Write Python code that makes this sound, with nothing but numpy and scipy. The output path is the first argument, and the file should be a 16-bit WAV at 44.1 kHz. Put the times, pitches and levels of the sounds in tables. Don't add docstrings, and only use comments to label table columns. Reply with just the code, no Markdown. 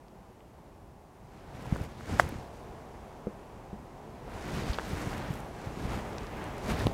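import sys
import numpy as np
from scipy import signal
from scipy.fft import rfft, irfft
from scipy.io import wavfile
from scipy.ndimage import uniform_filter1d

SR = 44100
rng = np.random.default_rng(int(sys.argv[2]) if len(sys.argv) > 2 else 0)


def output_pcm(signal):
    pcm = np.clip(np.atleast_2d(signal).T, -1, 1) * 32767
    wavfile.write(sys.argv[1], SR, np.round(pcm).astype(np.int16))


N = 305613
T = np.arange(N) / SR
HIT_T = T[:8192]


def undb(db):
    return 10 ** (np.asarray(db) / 20)


def unit(x):
    return x / np.sqrt(np.mean(x ** 2))


def peak(x, db):
    return x * undb(db) / np.max(np.abs(x))


def add(out, start_s, x):
    i = int(start_s * SR)
    out[i:i + len(x)] += x[:N - i]


def butter(x, order, hz, kind):
    return signal.sosfilt(signal.butter(order, hz, kind, fs=SR, output="sos"), x)


def eq(x, curve):
    hz, db = np.transpose(curve)
    size = len(HIT_T)
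    bins_hz = np.maximum(np.arange(size // 2 + 1), 1) * SR / size
    gain = undb(np.interp(np.log(bins_hz), np.log(hz), db))
    cepstrum = irfft(np.log(gain))
    cepstrum[1:size // 2] *= 2
    cepstrum[size // 2 + 1:] = 0
    impulse = irfft(np.exp(rfft(cepstrum)))
    return signal.fftconvolve(x, impulse)[:len(x)]


def drift(rate_hz):
    hold = int(SR / rate_hz)
    steps = np.repeat(rng.standard_normal(N // hold + 1), hold)
    return unit(uniform_filter1d(uniform_filter1d(steps, hold), hold)[:N])


def fade(t60_s, t=HIT_T):
    return np.exp(-np.log(1000) * t / t60_s)


def ring(modes):
    return sum(undb(db) * fade(t60_s) * np.sin(2 * np.pi * hz * HIT_T) for hz, db, t60_s in modes)


def slips(per_s, spread_db):
    size = undb(spread_db * np.minimum(rng.exponential(size=N), 5))
    return (rng.random(N) < per_s / SR) * size * rng.choice([-1, 1], N)


# time_s, level_db
BREEZE_RIDE = [(0, -54), (.9, -54.5), (1.4, -51.5), (1.95, -50), (2.7, -46), (3.9, -48.5), (4.5, -47),
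               (5.5, -42.5), (6.3, -43.5), (6.93, -38)]
# freq_hz, gain_db
TREES_EQ = [(18, -14), (30, -6.5), (55, -2), (90, -8.5), (130, -7), (180, -10), (230, -8.5), (280, -13),
            (370, -8.5), (520, -12.5), (780, -10), (1000, -14), (1350, -23), (2350, -29.5), (4000, -38),
            (6000, -39.5), (11700, -47.5), (16000, -54)]
# freq_hz, gain_db
BUFFET_EQ = [(15, -12), (30, -12), (55, -0.5), (110, -3), (200, -5.5), (320, -11), (700, -21.5),
             (2000, -66)]


def wind(stir, rest_db=-56.5, stir_gain_db=10.5):
    trees = unit(eq(rng.standard_normal(N), TREES_EQ)) * undb(0.7 * drift(6))
    eddies = unit(eq(rng.standard_normal(N), BUFFET_EQ) * undb(2.0 * drift(35)))
    breeze = undb(np.interp(T, *np.transpose(BREEZE_RIDE)))
    return trees * breeze + eddies * np.hypot(undb(rest_db), undb(stir_gain_db) * stir)


# start_s, end_s, level_db
CRINKLE_CUES = [(1.79, 1.86, -68), (4.86, 5.19, -66), (5.29, 5.41, -69)]
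# freq_hz, gain_db
CRINKLE_EQ = [(2000, -25), (6000, -6), (12000, 0), (15000, 0), (16000, -8)]


def crinkle():
    snaps = unit(eq(slips(per_s=160, spread_db=2.2), CRINKLE_EQ))
    gate = sum(undb(db) * ((T > start_s) & (T < end_s)) for start_s, end_s, db in CRINKLE_CUES)
    return snaps * gate


# peak_s, strength_db, swell_s, settle_s, hiss_offset_db, air_offset_db
BODY_MOVES = [(1.42, -65.5, .12, .08, 0, -1), (1.63, -58.5, 0.1, 0.067, 1, 1.5),
              (1.755, -51, 0.083, 0.081, -.5, -2), (1.835, -56, .04, 0.035, 1, 4),
              (2.02, -60.5, 0.057, .05, 5.5, -8.5), (2.125, -49.5, 0.052, 0.068, 1.5, 2.5),
              (2.195, -48.5, 0.064, 0.041, 1.5, 1.5), (2.265, -55.5, .07, 0.1, -0.5, 0),
              (2.34, -58.5, .12, 0.023, 0, 6.5), (2.43, -68.5, .05, 0.066, 7, 0),
              (2.58, -67.5, 0.056, .06, 9, 0), (4.38, -55.5, 0.069, .08, 0.5, -6),
              (4.54, -46.5, .12, 0.11, -1, -0.5), (4.63, -49.5, 0.073, 0.066, 1.5, -1),
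              (4.715, -49, 0.064, 0.064, 3.5, -9), (4.91, -50, 0.09, .08, 1.5, -6),
              (5.03, -46, .1, 0.15, -1, -2), (5.18, -50, .08, 0.12, -.5, -2),
              (5.31, -54, .07, 0.051, -.5, 1.5), (5.39, -57.5, .05, .015, -1, -1),
              (5.67, -54.5, 0.12, 0.06, .5, 1), (5.84, -54, 0.088, .06, 2.5, 0),
              (5.95, -48, 0.082, 0.093, -0.5, 0), (6.17, -54.5, 0.11, 0.13, -4.5, -5),
              (6.45, -50.5, 0.28, 0.26, -5.5, -3), (6.7, -42, 0.032, 0.045, 1, 1.5),
              (6.805, -46.5, 0.045, 0.063, 1, 4.5)]


def body_motion(drop_db=6, roundness=1.14):
    power = np.zeros((3, N))
    for peak_s, db, swell_s, settle_s, hiss_db, air_db in BODY_MOVES:
        from_peak = np.abs(T - peak_s) / np.where(T < peak_s, swell_s, settle_s)
        envelope = undb(-drop_db * from_peak ** roundness)
        power += np.outer(undb([db, db + hiss_db, db + air_db]), envelope) ** 2
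    return np.sqrt(power)


FOLD_BANDS = [1800, 3500, 7000, 13000]


def swish(hiss, rate_hz=14, depth_db=1.7):
    octaves = np.log2(np.maximum(np.arange(N // 2 + 1), 1) * SR / N)
    centres = np.log2(FOLD_BANDS)
    crossfades = [np.interp(octaves, centres, solo) for solo in np.eye(len(centres))]
    bands = [irfft(rfft(hiss) * crossfade, N) for crossfade in crossfades]
    return sum(band * undb(depth_db * drift(rate_hz)) for band in bands)


# freq_hz, gain_db
RUB_EQ = [(100, -1.5), (250, -0.5), (500, -0.5), (900, -4), (1600, -6.5), (2300, -10), (3500, -19.5),
          (6000, -45.5), (16000, -40)]
# freq_hz, gain_db
HISS_EQ = [(1000, -15), (2500, -3.5), (4000, -1), (6000, -4.5), (8000, -8), (11000, -14), (14000, -17.5),
           (16000, -32)]


def jacket_rustle(pressure, speed, rub_db=-1, hiss_db=-6.5, crease_db=-17.0, bunch_db=3):
    jerks = undb(0.97 * drift(45))
    rub = eq(slips(per_s=6000, spread_db=2.5), RUB_EQ)
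    rub /= np.std(butter(rub, 4, [1100, 1700], "band"))
    hiss = swish(eq(slips(per_s=15000, spread_db=4.0), HISS_EQ))
    hiss /= np.std(butter(hiss, 4, 4000, "high"))
    snaps = signal.fftconvolve(slips(per_s=70, spread_db=1.6), fade(.012))[:N]
    creases = eq(snaps * rng.standard_normal(N), [(1500, -23), (5000, -5), (12000, -10), (16000, -17)])
    creases = unit(creases * undb(bunch_db * drift(7)))
    top_layer = undb(hiss_db) * hiss + undb(crease_db) * creases
    return jerks * (pressure * undb(rub_db) * rub + speed * top_layer)


# start_s, peak_db, low_hz, high_hz, scrape_t60_s
TICK_CUES = [(.083, -49.5, 2500, 6000, .012), (0.406, -47, 1000, 3230, 0.01),
             (1.593, -37.5, 280, 600, 0.011), (1.657, -31, 300, 985, 0.012), (1.724, -28, 350, 790, .012),
             (1.7608, -27, 400, 1390, 0.021), (1.841, -41, 9000, 14000, .02), (2.009, -34, 1100, 1800, .01),
             (2.291, -32.5, 10000, 15000, 0.0066), (4.279, -31, 446, 980, 0.018),
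             (4.733, -27.5, 3400, 4700, .03), (4.744, -29, 2743, 4600, 0.028),
             (4.7862, -16.5, 473, 1480, 0.014), (4.7868, -26, 2180, 3350, 0.011),
             (4.7963, -24, 700, 1600, 0.009), (5.180, -35, 3000, 9000, .014),
             (5.339, -36.5, 5000, 13000, .008), (5.357, -38, 4000, 13000, .008),
             (5.397, -42, 6050, 14000, .008), (5.404, -38, 3000, 10000, .01),
             (6.132, -40, 3000, 7000, .008), (6.183, -29.5, 2390, 6000, 0.01),
             (6.233, -39, 3000, 7000, .008), (6.269, -37.5, 3600, 6000, .008),
             (6.442, -35, 5070, 9500, .008), (6.582, -36, 5500, 11000, .01),
             (6.7953, -34.5, 10000, 12500, .006), (6.801, -31, 2500, 5000, .01),
             (6.809, -26, 1000, 1900, .012), (6.869, -20.5, 2900, 4400, 0.0085),
             (6.869, -19.5, 400, 970, 0.017), (6.869, -34, 9300, 10500, .006)]


def jacket_ticks(scrape_db=-20, skirt_db=-22):
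    out = np.zeros(N)
    for start_s, db, low_hz, high_hz, t60_s in TICK_CUES:
        push = undb(scrape_db) * rng.standard_normal(len(HIT_T)) * fade(t60_s)
        push[0] += 1
        band = [(low_hz / 2.5, skirt_db), (low_hz, 0), (high_hz, 0),
                (high_hz * 1.5, skirt_db), (high_hz * 8, -46)]
        add(out, start_s, peak(eq(push, band), db))
    return out


# start_s, peak_db, pitch_hz, decay_cycles
BUMP_CUES = [(1.548, -33, 129, 0.26), (1.622, -35, 151, 0.31), (1.672, -29, 125, 0.32),
             (1.724, -13.5, 135, 0.25), (1.811, -27, 120, 0.3), (2.031, -36.5, 110, 0.45),
             (2.22, -36, 109, 0.38), (2.234, -29.5, 76.5, 0.4), (2.263, -29, 140, 0.36),
             (2.324, -30, 308, 0.42), (2.357, -30, 115, 0.23), (2.385, -31, 112, 0.18),
             (4.695, -20.5, 61, 0.31), (4.932, -25, 103, 0.32), (5.070, -30, 129, 0.48),
             (5.303, -25.5, 140, 0.57), (5.670, -24, 122.7, 0.26), (5.772, -27.5, 199, 0.29),
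             (5.852, -21, 111, 0.16), (6.215, -32, 88, 0.3), (6.852, -18.5, 109, 0.8),
             (6.868, -14, 222, 0.23)]


def jacket_bumps():
    out = np.zeros(N)
    for start_s, db, pitch_hz, decay_cycles in BUMP_CUES:
        cycles = pitch_hz * HIT_T
        envelope = cycles * np.exp(-cycles / decay_cycles)
        add(out, start_s, peak(envelope * np.sin(2 * np.pi * cycles), db))
    return out


# start_s, peak_db, contact_s
BOUNCE_CUES = [(3.27, -19, 0.00041), (3.7293, -27.5, 0.0026)]
# pitch_hz, relative_db, t60_s
THUD_MODES = [(209, 10.5, 0.095), (307, 0, 0.11), (393, 9, 0.052), (473, 8.5, 0.061), (950, -22, 0.016)]


def ball_landing():
    out = np.zeros(N)
    for start_s, db, contact_s in BOUNCE_CUES:
        push = np.sin(np.pi * np.minimum(HIT_T / contact_s, 1))
        add(out, start_s, peak(signal.fftconvolve(push, ring(THUD_MODES)), db))
    return out


# freq_hz, gain_db
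GRASS_EQ = [(1000, -51), (3000, 6), (6000, 3), (8000, -0.5), (12000, -4), (16000, -17)]


def turf_brush(deepest_s, grit_db=-37, grass_db=-42, scuff_db=-26):
    def contact(release_t60_s, attack_t60_s=0.022):
        return fade(np.where(T < deepest_s, attack_t60_s, release_t60_s), np.abs(T - deepest_s))

    blades = unit(eq(slips(per_s=12000, spread_db=2.5), GRASS_EQ))
    soil = unit(eq(rng.standard_normal(N), RUB_EQ))
    brush = blades * (undb(grit_db) * contact(0.0047) + undb(grass_db) * contact(0.13))
    return brush + undb(scuff_db) * soil * contact(0.011)


def linger(x, centre_hz, width_hz):
    return x - 2 * signal.lfilter(*signal.iirpeak(centre_hz, centre_hz / width_hz, fs=SR), x)


# freq_hz, gain_db
CLACK_EQ = [(100, -20), (350, -38), (550, -4), (720, 0), (1000, -4), (1600, -1), (2050, -6), (2400, -32),
            (3000, -67), (4000, -92), (16000, -102)]
# pitch_hz, level_db, t60_s
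STRIKE_MODES = [(287, -30, .04), (714, -26, .035), (3240, -40, .03), (3910, -44, .03), (4785, -41, .06),
                (5550, -44, .085), (6250, -45, .05), (7715, -42, .04), (8260, -49, .04), (11080, -44, .032),
                (12700, -52, .03)]


def club_strike(start_s, peak_db=-2, ring_lag_s=.0016, echo_lag_s=.0055, echo_db=-21):
    out = np.zeros(N)
    clack = eq(signal.unit_impulse(len(HIT_T)), CLACK_EQ)
    clack = linger(clack, centre_hz=1030, width_hz=590)
    clack = peak(clack, peak_db)
    add(out, start_s, clack)
    add(out, start_s + ring_lag_s, ring(STRIKE_MODES))
    add(out, start_s + echo_lag_s, undb(echo_db) * clack)
    return out


def scene(strike_s=2.1965):
    pressure, speed, stir = body_motion()
    bed = wind(stir)
    cloth = jacket_rustle(pressure, speed) + jacket_bumps() + jacket_ticks()
    shot = club_strike(strike_s) + turf_brush(deepest_s=strike_s + 0.0025) + ball_landing()
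    return (bed + cloth + crinkle() + shot)[None]


# freq_hz, gain_db
NOISE_FLOOR_EQ = [(8000, -0.5), (12000, -2), (16000, -6)]


def record(dry, hiss_db=-72, low_cut_hz=22, high_cut_hz=15800):
    noisy = dry + undb(hiss_db) * eq(rng.standard_normal(N), NOISE_FLOOR_EQ)
    high_cut = signal.ellip(10, .2, 70, high_cut_hz, fs=SR, output="sos")
    return signal.sosfilt(high_cut, butter(noisy, 2, low_cut_hz, "high"))


dry = scene()
out = record(dry)
output_pcm(out)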